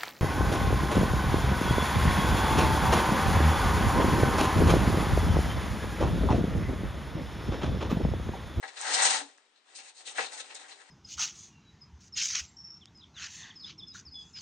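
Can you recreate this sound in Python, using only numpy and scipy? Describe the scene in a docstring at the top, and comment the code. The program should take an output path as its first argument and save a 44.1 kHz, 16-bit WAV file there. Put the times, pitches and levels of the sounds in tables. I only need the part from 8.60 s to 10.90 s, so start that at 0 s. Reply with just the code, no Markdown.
"""Lizard lunging in a wooden box

A large lizard lunges for food over loose soil in a wooden enclosure, then shuffles and thumps down again.
Claws spray grit, the belly drags with a duller scrape, and the body knocks on the boards.
The box rings with every move; behind it lies a quiet room."""
import sys
import numpy as np
from scipy import signal
from scipy.fft import rfft, irfft, next_fast_len
from scipy.io import wavfile
from scipy.ndimage import uniform_filter1d

SR = 44100
rng = np.random.default_rng(int(sys.argv[2]) if len(sys.argv) > 2 else 0)


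def file_out(sig):
    """Save sig as 16-bit WAV at sys.argv[1]."""
    # one column per channel
    cols = np.atleast_2d(sig).T
    # limit, then scale
    lim = np.clip(cols, -1, 1)
    pcm = np.round(lim * 32767).astype(np.int16)
    wavfile.write(sys.argv[1], SR, pcm)


N = 101429
T = np.arange(N) / SR

# crunch of coarse grit (frequency [Hz], relative level [dB])
COARSE_EQ = [(100, -72.5), (250, -24), (700, -13.5), (1500, -13), (2600, 0.5), (3300, -2), (4100, 4.5),
             (5000, -1.5), (6500, -2.5), (9000, -12.5)]
# sizzle of fine grit (frequency [Hz], relative level [dB])
FINE_EQ = [(100, -67), (500, -39.5), (2500, -25.5), (4500, -9.5), (6300, 8), (7500, 2.5), (8700, 11),
           (9500, -7.5)]
# dull scrape of the belly (frequency [Hz], relative level [dB])
DRAG_EQ = [(60, -68), (140, -37.5), (240, -15.5), (340, -28), (450, -12), (620, -8.5), (780, 3),
           (1200, -4.5), (1800, 2), (2400, -6.5), (4000, -8), (9000, -45)]


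def amp(db):
    """Decibels to gain."""
    return 10 ** (np.asarray(db) / 20)


def unit(x):
    """Scales to an rms of one."""
    return x / np.sqrt(np.mean(x ** 2) + 1e-20)


def read(points, hz):
    """Reads a curve along a logarithmic frequency axis."""
    f, value = np.transpose(points)
    return np.interp(np.log(hz + 1), np.log(f), value)


def envelope(points):
    """Gain over time from a level curve, silent outside it."""
    s, db = np.transpose(points)
    return amp(np.interp(T, s, db, left=-np.inf, right=-np.inf))


def add(mix, s, sound):
    """Mixes a sound in at a time, dropping what falls outside."""
    start = round(s * SR)
    sound = sound[:, max(-start, 0):]
    part = mix[:, max(start, 0):][:, :sound.shape[1]]
    part += sound[:, :part.shape[1]]


def colour(x, points, modes=(), size=8192):
    """Minimum-phase EQ of unit energy, from a curve plus resonant peaks and dips."""
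    hz = abs(np.fft.fftfreq(size, 1 / SR))
    modes_db = sum(boost / (1 + (2 * (hz - f) / width) ** 2) for f, width, boost in modes)
    log_gain = np.log(amp(read(points, hz) + modes_db))
    spectrum = np.exp(np.conj(signal.hilbert(log_gain)))
    response = np.fft.ifft(spectrum).real[None, :size // 2]
    return signal.fftconvolve(x, response / np.linalg.norm(response), axes=1)[:, :x.shape[1]]


def blend(pair):
    """Makes two unrelated sides alike in the bass and leaves them wide in the treble."""
    # likeness of left and right (frequency [Hz], coherence [0 to 1])
    likeness = [(100, 1), (280, .9), (500, 0.8), (800, 0.75), (1200, 0.4), (2300, 0.25), (9000, 0.27)]
    size = next_fast_len(pair.shape[1] + 2048)
    coherence = np.clip(read(likeness, np.fft.rfftfreq(size, 1 / SR)), 0, 1)
    angle = np.arcsin(coherence) / 2
    spectra = rfft(pair, size)
    return irfft(spectra * np.cos(angle) + spectra[::-1] * np.sin(angle), size)[:, :pair.shape[1]]


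def grains(size, per_s=9000, spread_db=1.5, clump_db=1.6, clump_s=.004):
    """Dense, clumped clicks of colliding crumbs; each side gets its own, in shared clumps."""
    strength = amp(spread_db * np.minimum(rng.exponential(1, (2, size)), 4))
    clumps = amp(clump_db * unit(uniform_filter1d(rng.standard_normal(size), int(clump_s * SR))))
    polarity = rng.choice([-1, 1], (2, size))
    hits = rng.random((2, size)) < per_s / SR
    return unit(strength * clumps * polarity * hits)


def burst(decay_s, rise_s, size=8192):
    """A puff of noise with a linear attack and an exponential release."""
    age = np.arange(size) / SR
    attack = np.minimum(age / rise_s, 1)
    release = np.exp(-np.maximum(age - rise_s, 0) / decay_s)
    return rng.choice([-1, 1], (2, size)) * attack * release


def room_tone(level_db=-69):
    """Faint, steady air of the room."""
    # tone of the air (frequency [Hz], relative level [dB])
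    air_eq = [(25, 10), (70, -4.5), (140, -22.5), (220, -1), (700, 4), (2000, 3), (4000, 1), (5200, -3.5),
              (7500, -10), (9000, -7)]
    return amp(level_db) * blend(colour(rng.standard_normal((2, N)), air_eq))


def creep():
    """A quiet bed of soil that keeps shifting under the animal."""
    # swell of the shifting soil (time [s], level [dB])
    swell = [(0, -57.5), (0.13, -53), (0.7, -57.5), (0.82, -67), (1.02, -80.5), (1.12, -56.5), (1.33, -66),
             (1.55, -48.5), (1.75, -49.5), (2.03, -52), (2.3, -58.5)]
    # its broad rustle (frequency [Hz], relative level [dB])
    rustle_eq = [(60, -27), (140, -19), (240, -11), (450, -4), (800, -1), (1250, -4), (1800, -1.5),
                 (3000, -2.5), (4100, -4.5), (5500, -6.5), (9000, -4)]
    gain = amp(np.interp(T, *np.transpose(swell)))
    return colour(grains(N) * gain, rustle_eq)


def claw_ticks(half_width_octaves=.45):
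    """Brief, bright clicks of a claw catching on something hard."""
    # claw catches (time [s], level [dB], band centre [Hz], decay [s])
    catches = [(0.2135, -19.5, 8940, 0.00071), (0.776, -59.5, 5940, 0.0068), (1.9472, -37.5, 8100, 0.0032),
               (1.952, -33, 6500, 0.0022)]
    ticks = np.zeros((2, N))
    hz = np.geomspace(100, 12000, 60)
    for s, db, centre_hz, decay_s in catches:
        band_db = -10 * np.log10(1 + (np.log2(hz / centre_hz) / half_width_octaves) ** 4)
        click = amp(db) * burst(decay_s, rise_s=decay_s / 10)
        add(ticks, s, colour(click, np.column_stack([hz, band_db]), size=1024))
    return ticks


def thumps():
    """The body rattles the boards, and soft, heavy footfalls boom in the floor of the box."""
    # body against the boards (time [s], level [dB], decay [s])
    knocks = [(0.027, -39, 0.011), (0.037, -36, 0.013), (0.782, -53.5, 0.0014), (1.582, -28, 0.0074),
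              (1.586, -26, .005), (1.59, -27, 0.0076)]
    # woody knock of the boards (frequency [Hz], relative level [dB])
    boards_eq = [(60, -76), (140, -43.5), (240, -16), (450, -8.5), (800, 5), (1250, -1.5), (1800, 8),
                 (2500, -7.5), (4000, -18), (9000, -30.5)]
    # feet landing (time [s], level [dB])
    footfalls = [(0.028, -54.5), (0.28, -51), (0.35, -51), (0.441, -45.5), (0.529, -56.5), (0.596, -50.5),
                 (1.19, -70), (1.46, -62.5), (1.582, -45.5)]
    # boom of the floor (frequency [Hz], relative level [dB])
    floor_eq = [(100, -37.5), (220, -9.5), (283, 0), (340, -15.5), (440, 2), (560, 0), (900, -14),
                (3000, -55)]
    blows, steps = np.zeros((2, 2, N))
    for s, db, decay_s in knocks:
        add(blows, s, amp(db) * burst(decay_s, rise_s=.0011))
    for s, db in footfalls:
        add(steps, s, amp(db) * burst(decay_s=.012, rise_s=.016))
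    return colour(blows, boards_eq) + colour(steps, floor_eq)


def scuffs(rasp_q=3, rasp_db=8, size=8192):
    """Each foot stroke stirs coarse grit and a dull drag, tinted by its own rasp, plus fine grit."""
    # foot strokes in the soil (peak time [s], rise [s], fall [s], grit level [dB], drag level [dB],
    # fine over coarse grit [dB], rasp centre [Hz])
    strokes = [ (0.036, .007, 0.025, -51.5, -56, -4, 4020), (0.085, 0.0077, 0.013, -48.5, -50, -9.5, 2030),
               (0.143, 0.022, 0.0065, -66, -57, -2, 900), (0.176, 0.0096, 0.0078, -45.5, -46, -17, 3650),
               (0.213, .014, 0.019, -43, -45.5, 6, 860), (0.275, 0.023, 0.07, -44, -39.5, -12, 1600),
               (0.346, .009, .008, -23, -39.5, -2, 5200), (0.392, 0.0051, 0.0087, -39, -34.5, -6, 850),
               (0.412, .016, 0.014, -34, -31.5, -2, 1520), (0.426, 0.0048, 0.023, -23, -31.5, 10, 7000),
               (0.453, 0.0018, 0.0078, -19.5, -30.5, 0.5, 780),
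               (0.466, 0.0026, 0.0084, -22, -33, -0.5, 3900),
               (0.508, 0.0046, 0.0059, -24.5, -34.5, -2, 776), (0.608, 0.0093, 0.006, -50, -41.5, 14, 834),
               (0.688, .006, .012, -67, -62.5, 2, 480), (0.963, .008, 0.022, -65.5, -77.5, -15, 3900),
               (1.097, 0.029, 0.031, -64.5, -66, -2.5, 3500), (1.162, 0.0085, .025, -45, -70, -1.5, 5040),
               (1.196, 0.012, .020, -47.5, -55, -2.5, 2500), (1.250, 0.013, 0.037, -53, -61, 1, 2550),
               (1.285, .016, 0.019, -53, -58.5, 0, 4260), (1.383, 0.023, 0.028, -52, -66, 0, 4340),
               (1.409, .010, 0.014, -53.5, -58.5, 0, 770), (1.476, .014, 0.021, -41.5, -55.5, -2.5, 3300),
               (1.516, 0.014, 0.008, -48.5, -55.5, 15, 810), (1.573, .013, 0.025, -43, -43, 4.5, 3700),
               (1.605, 0.021, 0.028, -36, -38.5, -9.5, 2490), (1.648, 0.012, 0.026, -43, -46.5, -3.5, 3730),
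               (1.736, 0.015, 0.023, -43.5, -48, 1.5, 785), (1.781, 0.0084, 0.019, -42.5, -50, 4.5, 1780),
               (1.805, 0.0053, 0.0085, -38, -48, -1.5, 3700), (1.868, .014, 0.02, -56, -71, -2, 2600),
               (1.912, 0.011, 0.014, -51, -50, -24, 2720), (1.967, 0.012, 0.0073, -46, -51, -2, 3850),
               (2.004, 0.014, 0.026, -53.5, -53, 2.5, 4000), (2.051, 0.016, 0.018, -72, -54, 9, 1740),
               (2.096, 0.011, .012, -51.5, -55, 1, 2700), (2.120, 0.011, 0.015, -50.5, -55, -12, 4070),
               (2.210, 0.016, 0.013, -59, -55.5, 1, 1620), (2.290, 0.022, .018, -63.5, -63, -19, 1900)]
    coarse, fine, drag = np.zeros((3, 2, N))
    t = (np.arange(size) - size // 2) / SR
    for peak, rise, fall, grit_db, drag_db, fine_db, rasp_hz in strokes:
        start = peak + t[0]
        stroke = np.exp(-(t / np.where(t < 0, rise, fall)) ** 2 / 2)  # lopsided bell
        grit = stroke * amp(grit_db) / np.hypot(1, amp(fine_db))  # coarse and fine share the power
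        rasp = [(rasp_hz, rasp_hz / rasp_q, rasp_db)]
        add(coarse, start, colour(grains(size) * grit, COARSE_EQ, rasp, size=1024))
        add(drag, start, colour(grains(size) * stroke * amp(drag_db), DRAG_EQ, rasp, size=2048))
        add(fine, start, grains(size) * grit * amp(fine_db))
    return coarse + drag + colour(fine, FINE_EQ)


def lunge():
    """The long scramble: coarse and fine grit spray while the body drags."""
    # swell of spraying soil (time [s], level [dB])
    spray_swell = [(0.14, -65), (0.175, -47.5), (0.27, -38), (0.315, -32.5), (0.385, -30), (0.45, -29.5),
                   (0.50, -29.5), (0.555, -29.5), (0.605, -42), (0.64, -51.5), (0.76, -79)]
    # swell of the body dragging over the ground (time [s], level [dB])
    drag_swell = [(0.11, -79), (0.18, -54.5), (0.26, -40), (0.36, -35), (0.40, -32), (0.455, -35.5),
                  (0.49, -35), (0.55, -34.5), (0.61, -46), (0.635, -64.5), (0.76, -90)]
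    spray = envelope(spray_swell) * np.sqrt(.5)  # half the power to each size of grit
    coarse = colour(grains(N) * spray, COARSE_EQ)
    fine = colour(grains(N) * spray, FINE_EQ)
    drag = colour(grains(N) * envelope(drag_swell), DRAG_EQ)
    return coarse + fine + drag


def enclosure(x, wet_db, size=256):
    """The wooden box adds its standing waves and a short, dense reverb."""
    # standing waves of the box (frequency [Hz], width [Hz], boost [dB])
    box_modes = [(283.3, 35, 9), (415, 100, 5.5), (500, 22, 2.5), (763.7, 40, 6.5), (846.4, 17, 5.5),
                 (941, 28, 4), (1096, 30, 5.5), (1294, 26, 2.5), (1610, 22, -6.5), (1602, 33, 5),
                 (1770, 10, -5.5), (1918, 35, 5.5)]
    # reverb of the box (frequency [Hz], time to fall 60 dB [s])
    box_decay = [(150, 0.19), (300, .24), (800, 0.26), (2000, 0.16), (4000, 0.21), (9000, 0.09)]
    noise = blend(rng.standard_normal((2, SR // 2)))
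    hz, t, bands = signal.stft(noise, SR, nperseg=size)
    fade = amp(-60 * t / read(box_decay, hz)[:, None])
    tail = signal.istft(bands * fade, SR, nperseg=size)[1]
    response = amp(wet_db) * tail / np.linalg.norm(tail, axis=1, keepdims=True)
    response[:, 0] += 1  # direct sound
    flat_eq = [(20, 0), (20000, 0)]
    ringing = colour(x, flat_eq, box_modes)
    return signal.fftconvolve(ringing, response / np.hypot(1, amp(wet_db)), axes=1)[:, :N]


def scene():
    """The lizard moves in its box, over the room tone."""
    lizard = blend(lunge() + scuffs() + creep() + thumps() + claw_ticks())
    return enclosure(lizard, wet_db=-7.5) + room_tone()


def record(dry, low_cut_hz=204, high_cut_hz=9050, bass_leak_db=-26):
    """The left microphone hears more; the bass is thinned and the top of the treble cut."""
    # stereo balance (frequency [Hz], left over right [dB])
    balance = [(60, 20), (200, 6), (600, 3.5), (1200, 5.5), (2400, 6), (4500, 6.5), (8500, 1.5)]
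    # phase between the sides (frequency [Hz], lead of the left [rad])
    left_lead = [(300, 0), (700, -0.55), (950, -1.1), (1600, -0.7), (2300, 0.66)]
    hz = np.fft.rfftfreq(2 * N, 1 / SR)
    lean_db = read(balance, hz) / 2
    turn = np.exp(.5j * read(left_lead, hz))
    pan = amp([lean_db, -lean_db]) * np.array([turn, 1 / turn])
    panned = irfft(rfft(dry, 2 * N) * pan)[:, :N]
    high_pass = signal.butter(6, low_cut_hz, "high", fs=SR, output="sos")
    thinned = signal.sosfilt(high_pass, panned) + amp(bass_leak_db) * panned
    low_pass = signal.firwin(701, high_cut_hz, window=("kaiser", 9), fs=SR)
    return signal.oaconvolve(thinned, low_pass[None], "same")


dry = scene()
out = record(dry)
file_out(out)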